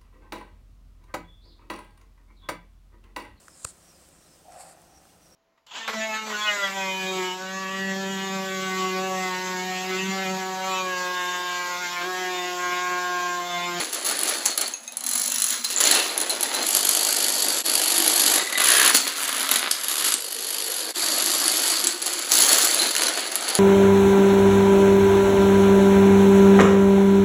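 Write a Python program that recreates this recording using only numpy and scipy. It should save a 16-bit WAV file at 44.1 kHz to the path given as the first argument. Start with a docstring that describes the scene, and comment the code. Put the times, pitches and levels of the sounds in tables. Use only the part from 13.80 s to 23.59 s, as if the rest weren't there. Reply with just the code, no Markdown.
"""A rattle of small plastic dominoes toppling on a wooden floor: rows run at about fifty tiles a second,
in three set-ups joined by short fades. Each fall is a quick cascade of contacts that rings the tiles
and knocks the floorboards, with hard snaps and flat thumps on top. Behind it, fallen tiles slide and
heap up, and a few wooden pieces and a long bar ring along in a bare room."""
import sys
import numpy as np
from scipy import signal
from scipy.fft import rfft, irfft, next_fast_len
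from scipy.io import wavfile
from scipy.ndimage import uniform_filter1d

SR = 44100
rng = np.random.default_rng(int(sys.argv[2]) if len(sys.argv) > 2 else 0)


def log_audio(samples):
    """Write samples as a 16-bit WAV file to the path given in sys.argv[1]."""
    # one column per channel
    frames = np.atleast_2d(samples).T
    # limit to full scale, then quantise
    limited = np.clip(frames, -1, 1)
    pcm = np.round(limited * 32767).astype(np.int16)
    wavfile.write(sys.argv[1], SR, pcm)


N = 431718
NOW = np.arange(N) / SR
FFT_SIZE = next_fast_len(N + 8192, True)
FREQS = np.fft.rfftfreq(FFT_SIZE, 1 / SR)


def amp(db):
    return 10 ** (np.asarray(db) / 20)


def unit_rms(x):
    return x / np.sqrt(np.mean(x ** 2) + 1e-20)


def curve(points, hz=FREQS):
    """Read (Hz, value) points along a log frequency axis."""
    f, value = np.transpose(points)
    return np.interp(np.log(hz + 1), np.log(f + 1), value)


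def resonance(hz, width):
    """Response of one damped mode."""
    return 1j * FREQS * width / (hz * hz - FREQS ** 2 + 1j * FREQS * width)


def colour(points):
    """Minimum-phase EQ through (Hz, dB) points: nothing sounds ahead of the hit."""
    cepstrum = irfft(np.log(amp(curve(points))))
    half = len(cepstrum) // 2
    cepstrum[1:half] *= 2
    cepstrum[half + 1:] = 0
    return np.exp(rfft(cepstrum))


def filtered(x, response):
    """Apply a response, scaled to keep the power of white noise."""
    gain = np.sqrt(np.mean(np.abs(response) ** 2))
    return irfft(rfft(x, FFT_SIZE) * response / gain, FFT_SIZE)[:N]


def impulses(s, size):
    """Clicks of the given sizes at times in seconds."""
    return np.bincount(np.clip((s * SR).astype(int), 0, N - 1), size, N)


# Reverb tone. Each row: frequency in Hz, level in dB.
ROOM_TONE = [(1000, -1), (4400, 3), (7000, 1), (10500, -2), (15000, -11)]
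# Reverb length. Each row: frequency in Hz, seconds to fall 60 dB.
ROOM_DECAY = [(200, 0.34), (2000, 0.31), (8000, 0.3), (15000, 0.064)]
def room(x, block=SR // 4, predelay=150):
    """The walls' answer changes as the falling front moves: each block gets a fresh noise tail."""
    out = np.zeros(N + 2 * SR)
    for start in range(0, N, block):
        hz, t, spectrum = signal.stft(rng.standard_normal(SR // 2), SR, nperseg=256)
        spectrum *= amp(curve(ROOM_TONE, hz)[:, None] - 60 * t / curve(ROOM_DECAY, hz)[:, None])
        tail = signal.istft(spectrum, SR, nperseg=256)[1]
        wet = signal.fftconvolve(x[start:start + block], tail / np.linalg.norm(tail))
        out[start + predelay:][:len(wet)] += wet
    return out[:N]


def struck(hits, modes, detune=0, pitch=lambda s: 1):
    """Each blow rings a piece's modes at new strengths; detune scatters their pitch."""
    out, t = np.zeros(N + SR), np.arange(SR // 4) / SR
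    attack = 1 - np.exp(-t / 0.00017)
    for s, db in hits:
        ring = 0
        for hz, level, t60 in modes:
            decay = amp(level + rng.normal(0, 3) - 60 * t / t60)
            ring += decay * np.sin(2 * np.pi * hz * pitch(s) * rng.normal(1, detune) * t)
        out[round(s * SR):][:len(t)] += amp(db) * ring * attack
    return out[:N]


# Knocks on each prop. Each row: start in seconds, level in dB.
LONG_BLOCK_HITS = [(0.9378, -17)]
SHORT_BLOCK_HITS = [(1.0774, -21.5)]
SLAT_HITS = [(1.9622, -5.5), (1.9744, -10), (1.9838, -5.5), (2.0062, -16), (2.039, -8), (2.0715, -8),
             (2.1115, -22)]
LONG_BAR_HITS = [(4.5778, -7), (4.597, -4), (4.642, -24), (4.6736, -16), (4.694, -21), (4.7304, -14),
                 (4.7549, -6), (4.775, -15), (4.7993, -10), (4.8177, -7)]
UPRIGHT_HITS = [(1.51, -35), (1.57, -40), (1.67, -40), (1.72, -41), (1.9, -34), (2.1, -30), (2.15, -24),
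                (2.19, -21), (2.24, -31)]
# Each prop's ring. Each row: pitch in Hz, level in dB, seconds to fall 60 dB.
LONG_BLOCK_MODES = [(2584, -16, .17), (6546, 0, .03), (6500, -16, .2)]
SHORT_BLOCK_MODES = [(2557, -18, 0.16), (3800, -5, 0.05), (6430, 0, 0.058)]
SLAT_MODES = [(4150, -33, .03), (6980, -7.5, 0.03), (7160, -1, 0.025)]
LONG_BAR_MODES = [(1990, -7, .05), (3779, -12, .035)]
UPRIGHT_MODES = [(2700, 0, .22), (2990, 0, .1)]
def props():
    """Wooden blocks clink, slats tumble, a pushed-over bar chatters and a bridge upright shakes."""
    return (struck(LONG_BLOCK_HITS, LONG_BLOCK_MODES) + struck(SHORT_BLOCK_HITS, SHORT_BLOCK_MODES)
            + struck(SLAT_HITS, SLAT_MODES) + struck(LONG_BAR_HITS, LONG_BAR_MODES)
            + struck(UPRIGHT_HITS, UPRIGHT_MODES))


# The mix for each line of dominoes. Each row: start in seconds, relative shares of four plastic batches,
# then levels in dB of body, top ring, crack, fall knock, clatter rattle and clatter floorboards.
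LINE_MIX = [(0, 0.077, 0.84, 0.062, 0.021, -2.5, -7, -3.5, -24, -2.5, -5),
            (.92, 0.41, 0.13, 0.018, 0.0078, -2.5, -4, -9, -22, -2, -2),
            (1.25, 0.3, 0.1, 0.0082, 0.0043, -1, -1, -10, -28, -6, -9.5),
            (1.52, 0.56, 0.046, 0.012, 0.005, 1, 1, -2, -16, -5, -13),
            (1.9, 1, 0.71, 0.071, 0.056, -1, -7, 2.5, -12, -1, -5.5),
            (2.299, 0.85, 0.065, 0.064, 0.15, -1.5, -3, -4, -22, 0, -1.5),
            (2.861, 0.089, 0.69, 0.011, 0.83, -1, -9, 0, -18, -5, -6),
            (3.84, 0.04, 0.73, 0.029, 0.97, -3.5, -17, 1, -10.5, -6.5, -7.5),
            (4.57, 0.054, 0.4, 0.017, 0.25, -1.5, -11, -2, 0.5, -1, -5),
            (4.801, 0.022, 0.2, 0.051, 0.042, -4.5, -12, 2, -10.5, 1, -8.5),
            (5.13, 0.045, 0.51, 0.12, 0.05, 2.5, 4, 3.5, -8, -1.5, -5),
            (5.26, 0.41, 0.14, 0.04, 0.29, -3, -4, 2, -4, 1.5, -6.5),
            (5.9, 0.11, 0.14, 0.5, 0.8, -4.5, -21, 2.5, -9, -3, -9.5),
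            (6.36, 0.025, 0.39, 0.017, 0.39, -4.5, -20, 1, -12.5, -6, -9),
            (7.14, 0.022, 0.28, 0.019, 0.33, -2, -16, 1, -23, -6, -9.5),
            (8.03, 0.05, 0.044, 0.78, 0.017, -1.5, -13, 0, -17, -3, -7),
            (8.5, 0.13, 0.16, 0.48, 0.12, -0.5, -2.5, -1, -27, -6.5, -10.5),
            (8.95, 0.28, 0.16, 0.13, 0.079, -2, -11, -1, -3.5, -3.5, -6.5),
            (9.3, 0.13, 0.22, 0.44, 0.0097, -1.5, -16, 0, -21, 0.5, -2.5)]
SHARES, TILE_LEVELS, KNOCK_LEVEL, CLATTER_LEVELS = slice(1, 5), slice(5, 8), 8, slice(9, 11)
def mix_at(s):
    """The mix of the line that is falling at each time."""
    lines = np.array(LINE_MIX)
    return lines[np.maximum(np.searchsorted(lines[:, 0], s, "right") - 1, 0)]


def pick_batch(s, chance):
    """Pick each sounding tile's plastic by its share of the line."""
    share = np.cumsum(mix_at(s)[:, SHARES], axis=1)
    return (chance[:, None] * share[:, -1:] > share).sum(axis=1)


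# A tile's six modes. Each row: pitch in Hz, width in Hz, level in dB.
TILE_MODES = [(4343, 76, 6), (4570, 210, 0), (9820, 62, 6), (10727, 89, 10), (11030, 530, 0),
              (12060, 1000, -10)]
# One pitch factor per batch: green, warm colours, dark, white.
BATCH_PITCH = [.947, 1, 1.022, 1.057]
# Each batch's voicing. Each row: dB added to each of the six modes.
BATCH_VOICING = [(0, -5.5, -9, 0, 0, 0), (-4, -5, -0.5, 0, -10, 0), (-1, 0, -4, -1, -10, 0),
                 (-1, 1, 2, 0, -12, 0)]
# Free tiles ring in their two lowest modes, wedged ones hardly. Each row: time in seconds, level in dB.
LOW_RING = [(0, 0), (.7, -1), (1.1, -5), (1.7, 1.5), (2.1, 2), (2.8, 0.5), (3.5, 4), (4.5, 0.5),
            (5.1, -2.5), (5.22, 8), (5.35, -1), (5.7, -5), (6.5, 3), (8, 3.5), (8.45, 1), (8.55, 0.5),
            (8.9, 0.5), (9.05, 4.5), (9.79, 4)]
def tile_contacts(s, size, batch, crack_tone, crack_db):
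    """Every contact cracks, and rings a thin top mode, a broad body and the modes of its batch."""
    body_db, top_db, line_crack_db = mix_at(s)[:, TILE_LEVELS].T
    low_ring = amp(np.interp(s, *np.transpose(LOW_RING)) - 6.5)
    out = filtered(impulses(s, size * amp(crack_db + line_crack_db)), colour(crack_tone))
    out += filtered(impulses(s, size * amp(top_db)), resonance(hz=14840, width=310))
    for k, pitch in enumerate(BATCH_PITCH):
        modes = [(-1) ** i * amp(db + BATCH_VOICING[k][i]) * resonance(pitch * hz, width)
                 for i, (hz, width, db) in enumerate(TILE_MODES)]
        own = size * (batch == k)
        out += filtered(impulses(s, own * amp(body_db)), resonance(hz=pitch * 7300, width=3020) ** 2)
        out += filtered(impulses(s, own * low_ring), sum(modes[:2]))
        out += filtered(impulses(s, own), sum(modes[2:]))
    return out


# The floor's knock. 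Each row: frequency in Hz, level in dB.
BOARD_TONE = [(30, -88), (90, -27), (150, -13.5), (240, -5), (330, 0), (500, -1.5), (900, 2.5), (2500, -43)]
# Hollows under the tiles: a plank bridge, springy boards, gaps between close lines.
# Each row: start and end in seconds, pitch in Hz, width in Hz, level in dB against the boards.
HOLLOW_SPANS = [(1.012, 1.91, 241, 35, -3.5), (3.827, 4.56, 345, 66, -9.5), (4.86, 5.144, 1630, 397, -2),
                (5.14, 5.895, 290, 90, -10.5), (6.41, 7.124, 482, 146, -6), (7.15, 8.41, 353, 75.4, -8)]
def floorboards(push):
    """The boards answer a push; hollow spans add a narrow drumming."""
    out = filtered(push, colour(BOARD_TONE))
    for start, end, hz, width, db in HOLLOW_SPANS:
        out += filtered(amp(db) * push * (NOW > start) * (NOW < end), resonance(hz, width) ** 2)
    return out


def shifting_heap(x, depth_db, bins=3):
    """Contacts and air pockets in the heap shift: narrow resonances come and go."""
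    spectrum = signal.stft(x, nperseg=1024)[2]
    drift = uniform_filter1d(rng.standard_normal(spectrum.shape), size=bins, axis=0)
    drift = unit_rms(uniform_filter1d(drift, size=5, axis=1))
    spectrum *= amp(depth_db * np.clip(drift, -2, 1.5))
    return unit_rms(signal.istft(spectrum, nperseg=1024)[1][:N]) * np.std(x)


# How busy the sliding, settling heap is over time. Each row: time in seconds, level in dB.
CLATTER_ACTIVITY = [(0, -22.5), (.115, -35), (.27, -30), (.38, -29.5), (.44, -28), (.51, -24), (.64, -32),
                    (.7, -27.5), (.95, -68), (1.04, -44), (1.17, -52), (1.4, -58), (1.74, -26), (1.83, -35),
                    (1.96, -31), (2.1, -20), (2.36, -30.5), (2.44, -32), (2.59, -31), (2.7, -33), (2.77, -26),
                    (3.1, -29), (4.1, -24), (4.55, -20), (4.7, -33), (5.05, -24), (5.13, -32), (5.33, -31.5),
                    (5.46, -32.5), (5.6, -29), (5.75, -28.5), (5.895, -34.5), (5.98, -30), (6.3, -34),
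                    (6.42, -37.5), (7.09, -28.5), (7.23, -22.5), (7.97, -22), (8.19, -33.5), (8.3, -28.5),
                    (8.49, -29.5), (8.52, -20), (8.7, -14), (9.04, -22.5), (9.14, -28), (9.27, -23),
                    (9.345, -29.5), (9.4, -26.5), (9.5, -32.5), (9.6, -33.5), (9.69, -27.5), (9.79, -34)]
# The heap's bright crack and its midrange rattle. Each row: frequency in Hz, level in dB.
HEAP_CRACK = [(1500, -41), (2800, -5), (3700, 2), (5300, -4.5), (7000, -8.5), (9000, 2.5), (12000, -1.5),
              (14000, 1), (17000, -7.5)]
RATTLE_TONE = [(300, -50), (800, 0), (1200, 2.5), (1800, 0), (2600, -3.5), (3600, -2.5), (5000, -6.5),
               (8000, -74)]
def clatter(fall_s, fall_db, count=20000, shake_db=-34, settle_s=0.033, muffle_hz=8300):
    """Tiles slide and heap up: dense, dulled contacts, mostly tiny, stirred by every fall."""
    kicks = impulses(fall_s, amp(2 * (fall_db + shake_db)))
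    shaken_power = signal.lfilter([1], [1, -np.exp(-1 / (settle_s * SR))], kicks)
    level = np.sqrt(amp(2 * np.interp(NOW, *np.transpose(CLATTER_ACTIVITY))) + shaken_power)
    sends_db = uniform_filter1d(mix_at(NOW)[:, CLATTER_LEVELS], SR // 30, axis=0)
    rattle_gain, board_gain = level * amp(sends_db.T)
    place, polarity, strength, chance = rng.random((count, 4)).T
    s = place * N / SR
    size = np.sign(polarity - .5) * amp(np.minimum(-3.2 * np.log(strength), 17))
    taps = unit_rms(impulses(rng.random(count) * N / SR, np.sign(size) * np.abs(size) ** 0.31))
    ring = tile_contacts(s, size, pick_batch(s, chance), HEAP_CRACK, crack_db=-0.5)
    ring = level * unit_rms(filtered(ring, 1 / (1 + 1j * FREQS / muffle_hz)))
    rattle = filtered(rattle_gain * taps, colour(RATTLE_TONE)) + floorboards(board_gain * taps)
    return shifting_heap(ring, depth_db=1.8, bins=9) + shifting_heap(rattle, depth_db=2.2)


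# Stray bounces. Each row: start in seconds, level in dB.
BOUNCES = [(.43, -35), (.48, -33), (.53, -35), (.6, -31), (.66, -35), (.71, -23), (.78, -28), (.82, -28),
           (.86, -24), (1.17, -43), (1.24, -39), (1.85, -22), (2.06, -32), (2.11, -17), (2.16, -19.5),
           (2.2, -22), (2.245, -30), (2.295, -20.5), (2.5, -16), (2.74, -22), (2.76, -26), (2.78, -32),
           (2.815, -23), (5.15, -17), (5.175, -27), (5.2, -28), (5.23, -38), (8.58, -22), (8.66, -31),
           (8.85, -45), (8.965, -31), (8.995, -17), (9.03, -22), (9.06, -22), (9.09, -30)]
# A free green tile's ring. Each row: pitch in Hz, level in dB, seconds to fall 60 dB.
FREE_MODES = [(4083, 3, 0.07), (4270, -5.5, 0.087)]
def bouncing_tiles():
    """Tiles bounce free of the heap and tinkle, tuned to the line's commonest batch."""
    def pitch(s):
        return BATCH_PITCH[np.argmax(mix_at(s)[SHARES])] / BATCH_PITCH[0]
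    return struck(BOUNCES, FREE_MODES, detune=0.009, pitch=pitch)


# Pieces landing flat. Each row: start in seconds, level in dB.
LANDINGS = [(.7777, -20), (2.01, -27), (2.716, -15), (4.436, -20), (4.723, -26), (5.149, -2.5),
            (5.153, -16), (5.269, -10.5), (5.561, -25), (5.716, -20), (5.829, -8), (5.834, -20),
            (5.843, -11.5), (5.847, -21), (5.861, -12), (5.865, -19), (5.874, -10.5), (5.879, -12),
            (5.9116, -20), (5.941, -30), (7.152, -23), (9.152, -15), (9.196, -10), (9.375, -10.5),
            (9.623, -23), (9.751, -38)]
def thumps():
    """Each landing is one push into the boards and the loose tiles around it."""
    s, db = np.transpose(LANDINGS)
    push = impulses(s, amp(db))
    return amp(6.5) * filtered(push, colour(BOARD_TONE)) + amp(13) * filtered(push, colour(RATTLE_TONE))


# Crack of edge against face, in snaps and falls. Each row: frequency in Hz, level in dB.
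EDGE_TONE = [(1500, -51), (3000, 7), (4500, -6), (6000, -6.5), (7500, -4), (9000, 2), (12000, -6),
             (14000, 0.5), (17000, -4.5)]
# Sharp accents. Each row: time in seconds, level in dB, pitch in Hz.
SNAP_HITS = [(0.247, -13, 10700), (0.391, -8.5, 10500), (0.4335, -1, 9790), (0.4926, -8, 10000),
             (0.655, -4.5, 7540), (0.6596, 1.5, 6600), (0.777, -3, 10800), (0.7768, -13, 4000),
             (0.811, -9, 10700), (0.8144, -10.5, 9620), (1.1693, -9.5, 10000), (1.1715, -9, 10100),
             (1.242, -17, 10700), (1.2645, -11, 10200), (1.2904, -7, 10200), (1.3535, -8, 10500),
             (1.559, -11, 6000), (1.62, -1, 10000), (1.6414, -1, 10100), (1.706, -5.5, 10100),
             (1.8452, -12, 4600), (2.0385, -4, 7040), (2.1116, 3, 7900), (2.3775, -2, 10600),
             (2.402, -8, 10100), (2.414, -9, 10200), (2.4952, -6, 10300), (2.6084, -5, 10300),
             (2.629, -4, 10600), (2.6322, -7, 10800), (2.829, -9, 7200), (2.8644, -12, 10200),
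             (2.9074, -8, 10800), (2.9495, 4, 11100), (2.9705, -2, 11300), (3.053, -9, 10800),
             (3.0915, 1, 11400), (3.1494, -3, 7160), (3.1678, -7, 10800), (3.6844, -5, 10800),
             (3.9532, 0, 10400), (4.1239, -8, 10800), (4.1795, -1, 10800), (4.2785, 4.5, 11300),
             (4.839, -4, 10700), (4.8873, -1, 10700), (4.9834, -6, 10700), (5.1468, -4, 4460),
             (5.1483, 1, 10000), (5.165, 2, 10200), (5.1697, -4, 9300), (5.172, -3, 6760),
             (5.2678, -12, 3500), (5.2778, -14, 6000), (5.33, -25, 8000), (5.336, -22, 8000),
             (5.381, -24, 8500), (5.39, -16, 8500), (5.427, -10, 9000), (5.4334, -10, 8500),
             (5.448, -14, 7000), (5.479, -9, 8550), (5.6292, -11, 11000), (5.6905, -14, 10300),
             (5.7131, 2, 11300), (5.7146, -8, 4200), (5.718, -7, 3800), (5.74, -4, 7180),
             (5.7583, -11, 9720), (5.7932, -11, 11000), (5.9105, -7, 9000), (5.912, -5, 5100),
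             (5.9139, -1, 11300), (6.083, -6, 11300), (6.34, 1.5, 8650), (6.5277, -9, 10700),
             (6.704, -9, 10400), (7.68, 1, 10500), (7.9168, -26, 10700), (8.07, 1, 7880), (8.514, -9, 6730),
             (8.518, 3, 6450), (8.5807, -7, 4000), (8.7176, -4, 11000), (8.7305, 2, 11200),
             (8.945, 2, 10100), (9.0179, -8, 10100), (9.1512, -12, 6000), (9.164, -5, 6550),
             (9.1816, -7, 10000), (9.2189, -15, 10100), (9.2339, -9, 10200), (9.282, -8, 6000),
             (9.3115, -22, 8500), (9.354, -18, 9000), (9.374, -12, 7200), (9.406, -14, 8000),
             (9.555, -1, 11000), (9.6085, -15, 8500), (9.7524, -12, 9000)]
def snaps(decay_cycles=3.5):
    """A hard, bright snap: a burst of a few cycles, then the tile's ring."""
    cues = np.add(SNAP_HITS, [.0008, 0, 0])
    bursts, t = np.zeros(N + SR), np.arange(SR // 200) / SR
    for s, db, hz in cues:
        burst = np.sin(2 * np.pi * hz * t) * np.exp(-t * hz / decay_cycles)
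        bursts[round(s * SR):][:len(t)] += amp(db + 3) * burst
    s, db, _ = cues.T
    batch = pick_batch(s, rng.random(len(s)))
    return bursts[:N] + tile_contacts(s, amp(db - 1), batch, EDGE_TONE, crack_db=4)


# Steady runs. Each row: first and last fall in seconds, tile count, first and last level in dB.
STEADY_RUNS = [(0.248, 0.31, 6, 0, 4.5), (0.389, 0.496, 6, -1.5, 4), (1.333, 1.724, 20, 6, -0.5),
               (2.19, 2.356, 7, -10, -25), (2.865, 3.15, 15, 5.5, 4), (3.169, 3.54, 20, 6, 3.5),
               (3.56, 3.785, 12, 2.5, -2), (3.859, 3.915, 4, 4.5, 5), (3.933, 4.263, 17, 4.5, 7),
               (4.277, 4.557, 15, 6.5, 9), (4.8381, 5.092, 17, 9.5, 10.5), (5.368, 5.45, 8, -6, -3.5),
               (5.527, 5.63, 7, -1.5, -1.5), (6.114, 6.221, 9, 1.5, 1.5), (6.38, 6.686, 16, -3.5, -1.5),
               (6.705, 6.918, 12, 0.5, -1), (6.939, 7.108, 9, -0.5, -11), (7.181, 7.917, 38, -3.5, 4),
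               (8.426, 8.488, 4, -7, -1), (8.518, 8.62, 7, 7, 11)]
# Tiles falling on their own, plus louder accents within the runs. Each row: start in seconds, level in dB,
# nominal cascade length in ms.
LISTED_FALLS = [(0.128, 3.5, 4.8), (0.145, 3.5, 4.4), (0.263, 6, 5), (0.657, 6, 5.4), (0.7767, 6.5, 3.1),
                (0.812, 8, 4.1), (0.8776, -0.5, 3), (0.937, -13, 5.4), (1.033, -26, 3), (1.0778, -9, 1.5),
                (1.1216, -9, 2.1), (1.169, -7, 4.4), (1.208, -4, 1.14), (1.238, 0, 3), (1.2642, 4.5, 4),
                (1.2902, 0.5, 5.2), (1.312, 4.5, 4.3), (1.3575, -5, 2), (1.619, -8, 3.6), (1.84, -6, 3),
                (1.8448, 2.5, 4.1), (1.855, -10, 2.5), (1.9016, 2.5, 8.2), (2.0035, 12.5, 7.1),
                (2.0523, 6, 1.8), (2.1124, 9.5, 3), (2.149, 7.5, 3), (2.181, 3, 13), (2.3783, -2, 3.3),
                (2.402, 0.5, 2.2), (2.414, 3, 1.5), (2.497, -1, 2.7), (2.5036, 3.5, 3.2), (2.61, -4, 2.9),
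                (2.628, 6, 5.6), (2.739, 4, 8.9), (2.829, -4, 1.6), (2.948, -10, 2.3), (2.968, 3, 2),
                (3.051, 7.5, 2.7), (3.0905, 4, 1.6), (3.153, -13, 3.8), (3.622, 6.5, 4.5),
                (4.686, -14, 2.6), (4.699, -5, 3.5), (4.7257, 1, 2.7), (4.7757, 6.5, 6.4),
                (4.7997, 7.5, 4.8), (4.817, 8, 4.2), (5.1447, 10.5, 9.2), (5.1656, 2, 3.2),
                (5.2742, 3, 4.6), (5.287, -10, 4.4), (5.477, -2, 4), (5.491, 2.5, 3), (5.692, 2, 1),
                (5.7136, 8, 2.74), (5.738, 1, 3.7), (5.759, 5.5, 1.26), (5.794, -3, 1.3),
                (5.9129, 5.5, 2.9), (6.035, -2, 2.1), (6.042, 1.5, 4.2), (6.084, 1, 2.1), (6.095, 2.5, 4),
                (6.243, 8, 6.4), (6.263, 6.5, 5), (6.279, 8.5, 7), (6.301, -4, 2.7), (6.321, 6, 3.9),
                (6.3418, -5, 1.7), (7.382, 1, 2.9), (7.6812, -2, 2.6), (8.04, 6, 4.8), (8.0708, 5.5, 3.4),
                (8.201, -13, 2), (8.218, 3, 6.6), (8.261, 7, 5.2), (8.3287, 3.5, 7.6), (8.39, 0, 5.9),
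                (8.514, -18, 4.6), (8.725, 9, 4), (8.784, 10, 3.2), (8.8467, 10.5, 8.2), (8.948, -10, 3.1),
                (8.99, 2, 1.7), (9.0302, 5, 3), (9.0633, 2, 9.1), (9.108, 0.5, 3), (9.1519, 1, 1.06),
                (9.165, 4, 1.1), (9.182, -4, 0.46), (9.221, 3.5, 0.35), (9.2356, 3.5, 0.92),
                (9.2834, 2, 2.3), (9.377, -2.5, 0.44), (9.358, -11, 2), (9.517, 1.5, 4.7), (9.558, 1, 2.7),
                (9.61, -11, 2.1), (9.625, -4, 2), (9.681, 4, 8), (9.7, 1, 2.7), (9.7522, 7, 1.02)]
def chain_reaction(scatter_s=.0009, scatter_db=1.35, cascade_ms=3.4):
    """Cue every fall: time, level, cascade length and whether it is listed on its own rather than in a run;
    runs are slightly uneven."""
    even = np.vstack([np.linspace([first, first_db], [last, last_db], round(count))
                      for first, last, count, first_db, last_db in STEADY_RUNS])
    jitter = np.clip(rng.standard_normal((len(even), 3)), -1.5, 1.5)
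    runs = np.c_[even + jitter[:, :2] * [scatter_s, scatter_db], cascade_ms * np.exp(.3 * jitter[:, 2])]
    cues = np.vstack([runs, LISTED_FALLS])
    return *cues.T, np.arange(len(cues)) >= len(runs)


def falling_tiles(s, db, length_ms, listed, contacts=12, edge_hz=9500, edge_db=5.5):
    """A falling tile strikes the next, and the blow runs back through the leaning tiles behind it."""
    jitter, strength, chance = rng.random((len(s), 3, contacts)).transpose(1, 0, 2)
    place = (np.arange(contacts) + jitter) / contacts
    when = (s[:, None] + 1.6 * length_ms[:, None] / 1000 * place - .0007).ravel()
    swell = np.minimum(place / 0.7, 1) * amp(-9 * place)  # the cascade builds, then weakens
    size = np.sign(strength - .5) * swell * amp(-14 * np.abs(2 * strength - 1))
    size[listed, 1] = 0.37  # a fall listed on its own opens with a firm strike
    size *= amp(db[:, None]) / np.linalg.norm(size, axis=1, keepdims=True)
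    size = size.ravel()
    hard_db = np.repeat(-3 * np.log2(np.clip(length_ms, .4, 9) / 3), contacts)  # short falls hit hard
    ring = tile_contacts(when, size, pick_batch(when, chance.ravel()), EDGE_TONE, crack_db=hard_db - 3)
    edge_shelf = (1 + amp(edge_db) * 1j * FREQS / edge_hz) / (1 + 1j * FREQS / edge_hz)
    ring = filtered(ring, edge_shelf)  # edge strikes are brighter
    knock_db = np.repeat(mix_at(s)[:, KNOCK_LEVEL], contacts)
    knock = impulses(when, size * amp(knock_db + 0.13 * hard_db))
    return amp(-2) * ring + filtered(knock, colour(RATTLE_TONE)) + amp(-6.5) * floorboards(knock)


def plank_notch(x, start_s=0.94, end_s=1.74):
    """While tiles cross the raised plank, it sends out little just above its drumming."""
    band = irfft(rfft(x, FFT_SIZE) * resonance(hz=395, width=200), FFT_SIZE)[:N]
    on_plank = uniform_filter1d(1. * (NOW > start_s) * (NOW < end_s), size=SR // 20)
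    return x - band * on_plank


def scene():
    """Falls and ringing pieces feed the room; the clatter bed stays dry."""
    ringing = props() + bouncing_tiles()
    s, db, length_ms, listed = chain_reaction()
    blows = falling_tiles(s, db, length_ms, listed) + thumps() + snaps()
    reverb = room(amp(-8) * blows + amp(-9) * ringing)
    return plank_notch(blows + ringing + reverb + clatter(s, db))[None]


# Dips between set-ups. Each row: centre in seconds, half length in seconds.
FADES = [(3.833, 0.024), (7.135, 0.031)]
# Master EQ. Each row: frequency in Hz, gain in dB.
MASTER_EQ = [(60, -23), (150, -17), (250, -4), (13000, -2), (14300, -9), (15100, -10.5), (15250, -20),
             (15350, -24), (16600, -45)]
def record(dry, ceiling=1.2, top_hz=16660):
    """Fade between set-ups, soft-clip the peaks, thin the bass and cut the highest treble."""
    fade = np.prod([np.clip(np.abs(NOW - s) / half, .03, 1) for s, half in FADES], axis=0)
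    faded = dry * fade
    clipped = faded / (1 + np.abs(faded / ceiling) ** 6) ** (1 / 6)
    eq = amp(curve(MASTER_EQ)) * (FREQS < top_hz)
    return irfft(rfft(clipped, FFT_SIZE) * eq, FFT_SIZE)[:, :N]


dry = scene()
out = record(dry)
log_audio(out)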